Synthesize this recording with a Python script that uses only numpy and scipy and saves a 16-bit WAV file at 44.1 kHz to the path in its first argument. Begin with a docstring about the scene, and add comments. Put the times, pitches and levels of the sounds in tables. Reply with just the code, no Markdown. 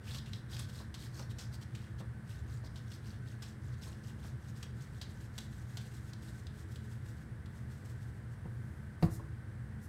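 """Glue stick on a paper plate

A glue stick is rubbed over a paper plate on a wooden table, in a small room with humming ventilation.
Stick-slip jerks of the tacky tip make rasp and hiss; pleats snap with a crackle and a short resonance.
Bumps of the plate, and the final knock of the stick on the table, excite the decaying modes of the wood.
Sliding paper swishes as a strip is picked up; filtered noise and wavering tones form the ventilation.
"""
import sys
import numpy as np
from scipy import signal
from scipy.fft import rfft, irfft
from scipy.io import wavfile

SR = 44100
rng = np.random.default_rng(int(sys.argv[2]) if len(sys.argv) > 2 else 0)


def output_pcm(signal):
    """Save a mono or channel-first signal as 16-bit PCM at the path in sys.argv[1].

    Samples are clipped to [-1, 1] before scaling.
    """
    pcm = np.clip(np.atleast_2d(signal).T, -1, 1) * 32767
    wavfile.write(sys.argv[1], SR, np.round(pcm).astype(np.int16))


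N = 435708

# Quick rubs to and fro over the middle of the plate: (middle [s], relative level [dB])
RUB_TIMES = [(2.34, -64.5), (2.52, -67.5), (2.78, -73), (2.92, -66), (3.101, -67), (3.3, -69), (3.47, -65),
             (3.669, -70.5), (3.865, -61.5), (3.92, -72.5), (4.079, -64.5), (4.26, -64.5), (4.47, -69),
             (4.6, -66.5), (4.83, -68), (4.97, -67.5), (5.14, -68), (5.22, -68.5), (5.408, -63.5),
             (5.579, -65), (5.75, -65), (5.84, -65.5), (5.95, -67.5), (6.06, -66), (6.26, -64.5),
             (6.39, -68), (6.59, -69.5), (6.73, -66.5), (6.86, -71.5), (6.93, -69.5), (7.07, -69),
             (7.21, -71), (7.57, -71), (7.74, -68), (7.89, -66), (8.04, -71.5), (8.15, -78)]
RUB_S = 0.081  # from the peak of a rub to 1/e^2 of its amplitude
# Single strokes, mostly along the rim:
# (middle [s], length [s], relative level [dB], pitch of the scrape [Hz])
RIM_STROKES = [(0.103, 0.072, -58.5, 2950), (0.163, 0.048, -56.5, 4720), (0.28, 0.039, -66, 3200),
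               (0.355, 0.055, -65.5, 4470), (0.538, 0.046, -56.5, 3840), (0.607, 0.06, -57, 4040),
               (0.697, 0.018, -60.5, 3760), (0.776, 0.084, -60, 4300), (1.027, 0.073, -58.5, 3950),
               (1.188, 0.074, -59, 5470), (1.312, .018, -59.5, 3180), (1.42, 0.047, -59.5, 5300),
               (1.544, 0.026, -58, 4950), (1.626, 0.02, -59.5, 3740), (1.811, 0.13, -70.5, 3340),
               (1.999, 0.021, -61.5, 3560), (2.659, 0.025, -65.5, 4260), (3.74, 0.016, -70.5, 3620),
               (8.33, .03, -71, 8000)]
# Coarse rasp over fine hiss; it peaks near 3 s, then falls: (time [s], relative level [dB])
RASP_COURSE = [(0.1, 2), (0.55, 0), (0.9, -2.5), (3.1, 6), (6.0, -2), (8.1, -6.5)]
# Paper snaps, mostly as the tip crosses a pleat: (time [s], relative crack level [dB],
# crackle length [s], pitch of the pleat [Hz], its ring against the crack [dB])
PLEAT_SNAPS = [(0.1452, -47.5, 0.014, 3580, 6), (0.183, -50, .012, 3700, 7),
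               (0.259, -61.5, 0.017, 3000, 9.5), (0.3322, -47, 0.0058, 3520, 14),
               (0.5656, -45, .005, 3000, 8), (0.592, -44.5, 0.013, 9600, 9), (0.941, -49, 0.023, 4140, -1),
               (1.193, -48.5, 0.0071, 5100, -3), (1.3843, -52, 0.055, 5900, 3),
               (1.749, -52, 0.025, 2330, -3), (2.757, -58.5, 0.038, 3900, -2),
               (2.916, -53, 0.019, 4270, -9), (3.421, -51, 0.037, 5200, -3), (4.6274, -45, 0.016, 4400, -6),
               (5.0131, -49, 0.03, 4200, 1), (5.3793, -36, 0.0047, 4000, 1),
               (5.3843, -40, 0.0086, 4360, -2), (5.405, -48, 0.0071, 3800, -15),
               (5.7703, -45, 0.018, 4370, -0.5), (6.133, -47.5, 0.0068, 4360, 1),
               (6.4672, -53.5, 0.0095, 3700, 6), (6.757, -53, 0.015, 3600, -4),
               (7.458, -60.5, 0.012, 3400, 1)]
# The plate is bumped onto the table:
# (time [s], relative pat of the card [dB], relative thump of the wood [dB])
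PLATE_BUMPS = [(0.801, -50, -61), (1.193, -46, -45), (2.003, -47, -37), (2.635, -51, -55),
               (3.867, -50, -53), (4.245, -52, -50), (8.453, -52, -37.5), (9.194, -48.5, -58)]
# The stick lands and rocks on its base; a soft, low thump follows later: # (time [s], relative level [dB], low-
# pass corner of the contact [Hz])
TABLE_CONTACTS = [(9.0254, -22, 5000), (9.0377, -21, 400), (9.048, -33, 400), (9.083, -36, 700),
                  (9.153, -38, 150)]
# Modes of the table top with the things on it: (frequency [Hz], relative level [dB], t60 [s])
TABLE_MODES = [(54, -12, 0.33), (100.2, -7, 0.23), (166, 3.5, 0.075), (212, -1.5, 0.055), (329, -9.5, 0.11),
               (446, -18.5, 0.16), (519, -14, 0.057), (690, -14, 0.066), (723, -12, 0.049),
               (1030, -22, 0.056), (1510, -33, 0.034), (1930, -23, 0.037), (2780, -27, 0.054)]
# Fingers and the paper strip slide: (middle [s], length [s], level [dB])
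PAPER_SLIDES = [(8.68, 0.35, -78), (9.046, 0.041, -61.5), (9.141, 0.048, -57), (9.845, 0.042, -66)]

# Spectra of the sources, each: (frequency [Hz], relative density [dB per Hz])
FIBRE_SPECTRUM = [(1500, -6.5), (3000, -6.5), (4800, -5.5), (7300, -6.5), (8300, -2), (9200, -12),
                  (10200, -11), (11700, -8), (13000, -17), (14300, -11), (16000, -21)]
PLATE_SPECTRUM = [(300, 0.5), (700, -9), (1100, -5), (1900, 0.5), (2500, -15), (3600, 0), (5200, -4),
                  (8000, -6)]
SNAP_SPECTRUM = [(500, -6), (1500, 0), (2300, -4), (3300, 1.5), (4500, -1), (5600, -4.5), (7200, -5),
                 (8200, -4), (9300, -13), (12000, -12), (16000, -22)]
PAT_SPECTRUM = [(100, -3), (450, 5.5), (1000, 3), (1700, -7.5), (8000, -53)]
CLACK_SPECTRUM = [(200, 2.5), (900, 11.5), (1550, 1.5), (3200, -8.5), (4900, -4), (6200, -21.5),
                  (16000, -19)]
SLIDE_SPECTRUM = [(1500, -53), (3500, -11), (5200, -3), (8400, -1), (14800, -5), (16000, -19)]
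DUCT_SPECTRUM = [(18, -34.5), (36, -18), (48, -21.5), (62, -4), (100, -2), (134, -3.5), (162, -12.5),
                 (200, -13), (250, -20), (550, -33), (900, -45), (2000, -84.5)]
AIR_SPECTRUM = [(300, -7), (700, -2.5), (1200, -2), (1700, 2.5), (2050, -3.5), (2500, -13), (3500, -15.5),
                (7200, -22.5), (8200, -17), (9500, -20), (15500, -31.5)]

# Fan and motor tones: (frequency [Hz], rms level [dB], rate of wavering [Hz])
MOTOR_TONES = [(118.7, -50.5, 6.2), (215.6, -60, 5.6), (327.2, -69.5, 4.1), (421, -74.5, 3.1),
               (490, -76.5, 3.8), (1530, -73.5, 10.3)]
RUMBLE_DB, AIR_DB = -46, -62.5
ROOM_T60_S = 0.34
CUTOFF_HZ = 15800


def rubbing(hiss_db, rasp_db, judder_db, catch_hz):
    """Stick-slip friction: sound follows sliding speed, and the catches wander in pitch with the tip."""
    wandering_hz = catch_hz * 2 ** (0.2 * drift(5))
    coarse = grains(wandering_hz, per_s=600, spread_db=14, scatter=0.7, fade_s=0.0008)
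    speed = swells([(s, RUB_S, db) for s, db in RUB_TIMES])
    speed = speed * from_db(judder_db * np.tanh(drift(17)))
    hiss = from_db(hiss_db) * fibres()
    rasp = from_db(rasp_db + in_time(RASP_COURSE)) * coarse
    return speed * (hiss + rasp)


def rim_scrape(level_db, rasp_db, hiss_db):
    """Forced vibration: coarse jerks drive the card under the tip, at another pitch in each stroke."""
    pitch = in_time([(s, hz) for s, _, _, hz in RIM_STROKES])
    coarse = grains(pitch, per_s=480, spread_db=14, scatter=0.36, fade_s=0.0013)
    card = plate(slips(per_s=500, spread_db=0.0), patchy_db=1.0, t60=0.0024)
    tacky = from_db(level_db) * coarse + from_db(rasp_db) * card
    hiss = from_db(hiss_db) * fibres()
    speed = swells([row[:3] for row in RIM_STROKES])
    return speed * (from_db(in_time(RASP_COURSE)) * tacky + hiss)


def grains(centre_hz, per_s, spread_db, scatter, fade_s):
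    """Random stick-slip: each jerk is a decaying sine within `scatter` octaves of the centre; rms 1."""
    t = np.arange(SR // 50) / SR
    out = np.zeros(N + SR)
    starts = np.flatnonzero(rng.random(N) < per_s / SR)
    for i, (size, bend) in zip(starts, rng.random((len(starts), 2))):
        hz = centre_hz[i] * 2 ** (scatter * (2 * bend - 1))
        level = from_db(spread_db * size ** 2)
        out[i:i + len(t)] += level * np.sin(2 * np.pi * hz * t) * np.exp(-t / fade_s)
    return rms_one(out[:N])


def plate(jerks, patchy_db, t60, count=22):
    """Modal exchange: short-lived card modes trade strength while their total gain stays even; rms 1."""
    gains = from_db([patchy_db * drift(10.4) for _ in range(count)])
    gains = gains / np.linalg.norm(gains, axis=0)
    modes = np.zeros(N)
    for gain, hz in zip(gains, np.linspace(600, 6600, count)):
        modes += rng.choice([-1, 1]) * ring(jerks * gain, hz, t60)
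    return rms_one(colour(modes, PLATE_SPECTRUM))


def fibres():
    """Fine friction: dense slips on the paper's fibres merge into a hiss."""
    return colour(slips(per_s=4100, spread_db=0.5), FIBRE_SPECTRUM)


def slips(per_s, spread_db):
    """Random impulses: tiny jerks of either sign, their sizes scattered by `spread_db`; rms 1."""
    sizes = from_db(spread_db * np.minimum(rng.exponential(1, N), 4))
    happens = rng.random(N) < per_s / SR
    return rms_one(happens * sizes * rng.choice([-1, 1], N))


def pleats(level_db, width_hz):
    """Sudden release: a pleat lets go in a short run of cracks and resonates at its own pitch."""
    cracks = slips(per_s=13000, spread_db=2.0)
    out = np.zeros(N)
    for s, db, length, hz, ring_db in PLEAT_SNAPS:
        snap = bursts([(s, db, length)], rise_s=0.0013) * cracks
        out += snap + from_db(ring_db) * resonance(snap, hz, width_hz)
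    return colour(out, SNAP_SPECTRUM) * from_db(level_db)


def knock():
    """Impact excitation: each contact drives the table, a soft one with less treble."""
    force = np.zeros(N)
    for s, db, soft_hz in TABLE_CONTACTS:
        click = signal.unit_impulse(N, round(s * SR)) * from_db(db)
        softening = signal.butter(1, soft_hz, fs=SR, output="sos")
        force += signal.sosfilt(softening, click + 1e-18)
    return table_top(force)


def clack(level_db, length, rock_db):
    """Impact noise: the plastic tube clacks as it first lands, and more softly as it rocks back."""
    landing_s, rock_s = TABLE_CONTACTS[0][0], TABLE_CONTACTS[2][0]
    contacts = [(landing_s, level_db, length), (rock_s, level_db + rock_db, length)]
    noise = bursts(contacts, rise_s=0.00065) * rng.standard_normal(N)
    return colour(noise, CLACK_SPECTRUM)


def bumps(level_db, length, wood_db):
    """Light impact: the plate pats the table, dull and short, and the impulse sets the wood ringing."""
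    force = np.zeros(N)
    for s, _, db in PLATE_BUMPS:
        force[round(s * SR)] = from_db(db + wood_db)
    pats = [(s, db + level_db, length) for s, db, _ in PLATE_BUMPS]
    pat = bursts(pats, rise_s=0.00038) * rng.standard_normal(N)
    return colour(pat, PAT_SPECTRUM) + table_top(force)


def table_top(force):
    """Modal superposition: the wood's response is a sum of decaying sines of alternating sign."""
    out = np.zeros(N)
    for k, (hz, db, t60) in enumerate(TABLE_MODES):
        out += (-1) ** k * from_db(db) * ring(force, hz, t60)
    return out


def strip():
    """Sliding friction: dense slips of dry paper make a smooth, bright swish."""
    return swells(PAPER_SLIDES) * colour(slips(per_s=9800, spread_db=-10.0), SLIDE_SPECTRUM)


def ventilation(waver):
    """Broadband flow noise and tones: duct rumble, rushing air and wavering motor hum."""
    t = np.arange(N) / SR
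    out = from_db(RUMBLE_DB) * colour(rng.standard_normal(N), DUCT_SPECTRUM)
    out += from_db(AIR_DB) * colour(rng.standard_normal(N), AIR_SPECTRUM)
    for hz, db, rate in MOTOR_TONES:
        # the complex factor wavers both strength and phase
        sway = 1 + waver * (drift(rate) + 1j * drift(rate))
        out += from_db(db) * rms_one(np.real(sway * np.exp(2j * np.pi * hz * t)))
    return out


def room(x, wet_db, dull_hz):
    """Reverberation: dense reflections start 4 ms after the direct sound and decay exponentially."""
    t = np.arange(SR // 2) / SR
    tail = rng.standard_normal(len(t)) * from_db(-60 * t / ROOM_T60_S) * (t > .004)
    band_hz = [330, np.clip(dull_hz, 1000, SR * .4)]
    walls = signal.butter(1, band_hz, "band", fs=SR, output="sos")
    reflections = signal.sosfilt(walls, tail / np.linalg.norm(tail))
    return x + from_db(wet_db) * signal.oaconvolve(x, reflections)[:N]


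def swells(rows):
    """Bell-shaped speed for each (middle [s], length [s], level [dB]); overlapping powers add."""
    power, t = np.zeros(N), np.arange(N) / SR
    for s, length, db in rows:
        near = slice(max(0, int((s - 2 * length) * SR)), int((s + 2 * length) * SR))
        bell = from_db(db) * np.exp(-2 * ((t[near] - s) / length) ** 2)
        power[near] += bell ** 2
    return np.sqrt(power)


def bursts(rows, rise_s):
    """Exponential decay: each (time [s], level [dB], length [s]) rises fast, falls 20 dB per length."""
    out, t = np.zeros(N), np.arange(SR // 2) / SR
    for s, db, length in rows:
        part = out[round(s * SR):][:len(t)]  # a view into out
        envelope = from_db(db - 20 * t / length) * (1 - np.exp(-t / rise_s))
        part += envelope[:len(part)]
    return out


def ring(clicks, hz, t60):
    """Damped oscillator: a unit click starts a sine of height 1 that falls 60 dB in t60 seconds."""
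    r, w = from_db(-60 / (t60 * SR)), 2 * np.pi * hz / SR
    return signal.lfilter([0, np.sin(w)], [1, -2 * r * np.cos(w), r * r], clicks + 1e-18)


def resonance(x, hz, width_hz):
    """Driven resonance: a two-pole band-pass with a gain near 1 at its peak."""
    r = np.exp(-np.pi * width_hz / SR)
    zeros = np.array([1, 0, -1]) * (1 - r * r) / 2
    poles = [1, -2 * r * np.cos(2 * np.pi * hz / SR), r * r]
    return signal.lfilter(zeros, poles, x + 1e-18)


def colour(x, points, size=8192):
    """Spectral shaping: a causal, minimum-phase filter of the given spectrum and unit energy."""
    hz, db = np.transpose(points)
    bins = np.maximum(np.fft.rfftfreq(size, 1 / SR), 1)
    magnitude = from_db(np.interp(np.log(bins), np.log(hz), db))
    # folding the cepstrum onto positive time gives minimum phase
    cepstrum = irfft(np.log(magnitude))
    cepstrum[1:size // 2] *= 2
    cepstrum[size // 2 + 1:] = 0
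    response = irfft(np.exp(rfft(cepstrum)))
    return signal.oaconvolve(x, response / np.linalg.norm(response))[:N]


def drift(rate):
    """Low-pass noise: slow random motion of rms 1, drawn every 40th sample and smoothed twice."""
    r = np.exp(-80 * np.pi * rate / SR)  # pole for a corner of rate [Hz]
    noise = rng.standard_normal(N // 40 + 2002)
    slow = signal.lfilter([1], [1, -2 * r, r * r], noise)[2000:]  # drop the filter's start-up
    return np.interp(np.arange(N) / 40, np.arange(len(slow)), rms_one(slow))


def in_time(rows):
    """Linear interpolation: a curve joined by straight lines, one value a sample."""
    return np.interp(np.arange(N) / SR, *np.transpose(rows))


def from_db(db):
    """Logarithmic level to amplitude ratio."""
    return 10 ** (np.asarray(db) / 20)


def rms_one(x):
    """Normalization to a root-mean-square value of 1."""
    return x / np.sqrt(np.mean(x ** 2) + 1e-20)


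def scene():
    """Superposition: paper, wood and tube, each with its reflections, add to the ventilation."""
    rub = rubbing(hiss_db=0.5, rasp_db=-3.0, judder_db=4.5, catch_hz=4270)
    rub = rub + rim_scrape(level_db=0.0, rasp_db=-2.0, hiss_db=-1.0)
    snaps = pleats(level_db=2.5, width_hz=1750)
    paper = room(rub + strip(), wet_db=-6.0, dull_hz=8750) + room(snaps, wet_db=-5.0, dull_hz=8000)
    impacts = knock() + bumps(level_db=-2.5, length=0.039, wood_db=-3.5)
    wood = room(impacts, wet_db=-4.5, dull_hz=3980)
    tube = room(clack(level_db=-33.0, length=0.021, rock_db=-18), wet_db=-7.5, dull_hz=4000)
    return (paper + wood + tube + ventilation(waver=0.71))[None]


def record(dry):
    """Band limiting: a steep elliptic low-pass removes the top of the treble."""
    low_pass = signal.ellip(12, .1, 80, CUTOFF_HZ, fs=SR, output="sos")
    return signal.sosfilt(low_pass, dry)


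dry = scene()
out = record(dry)
output_pcm(out)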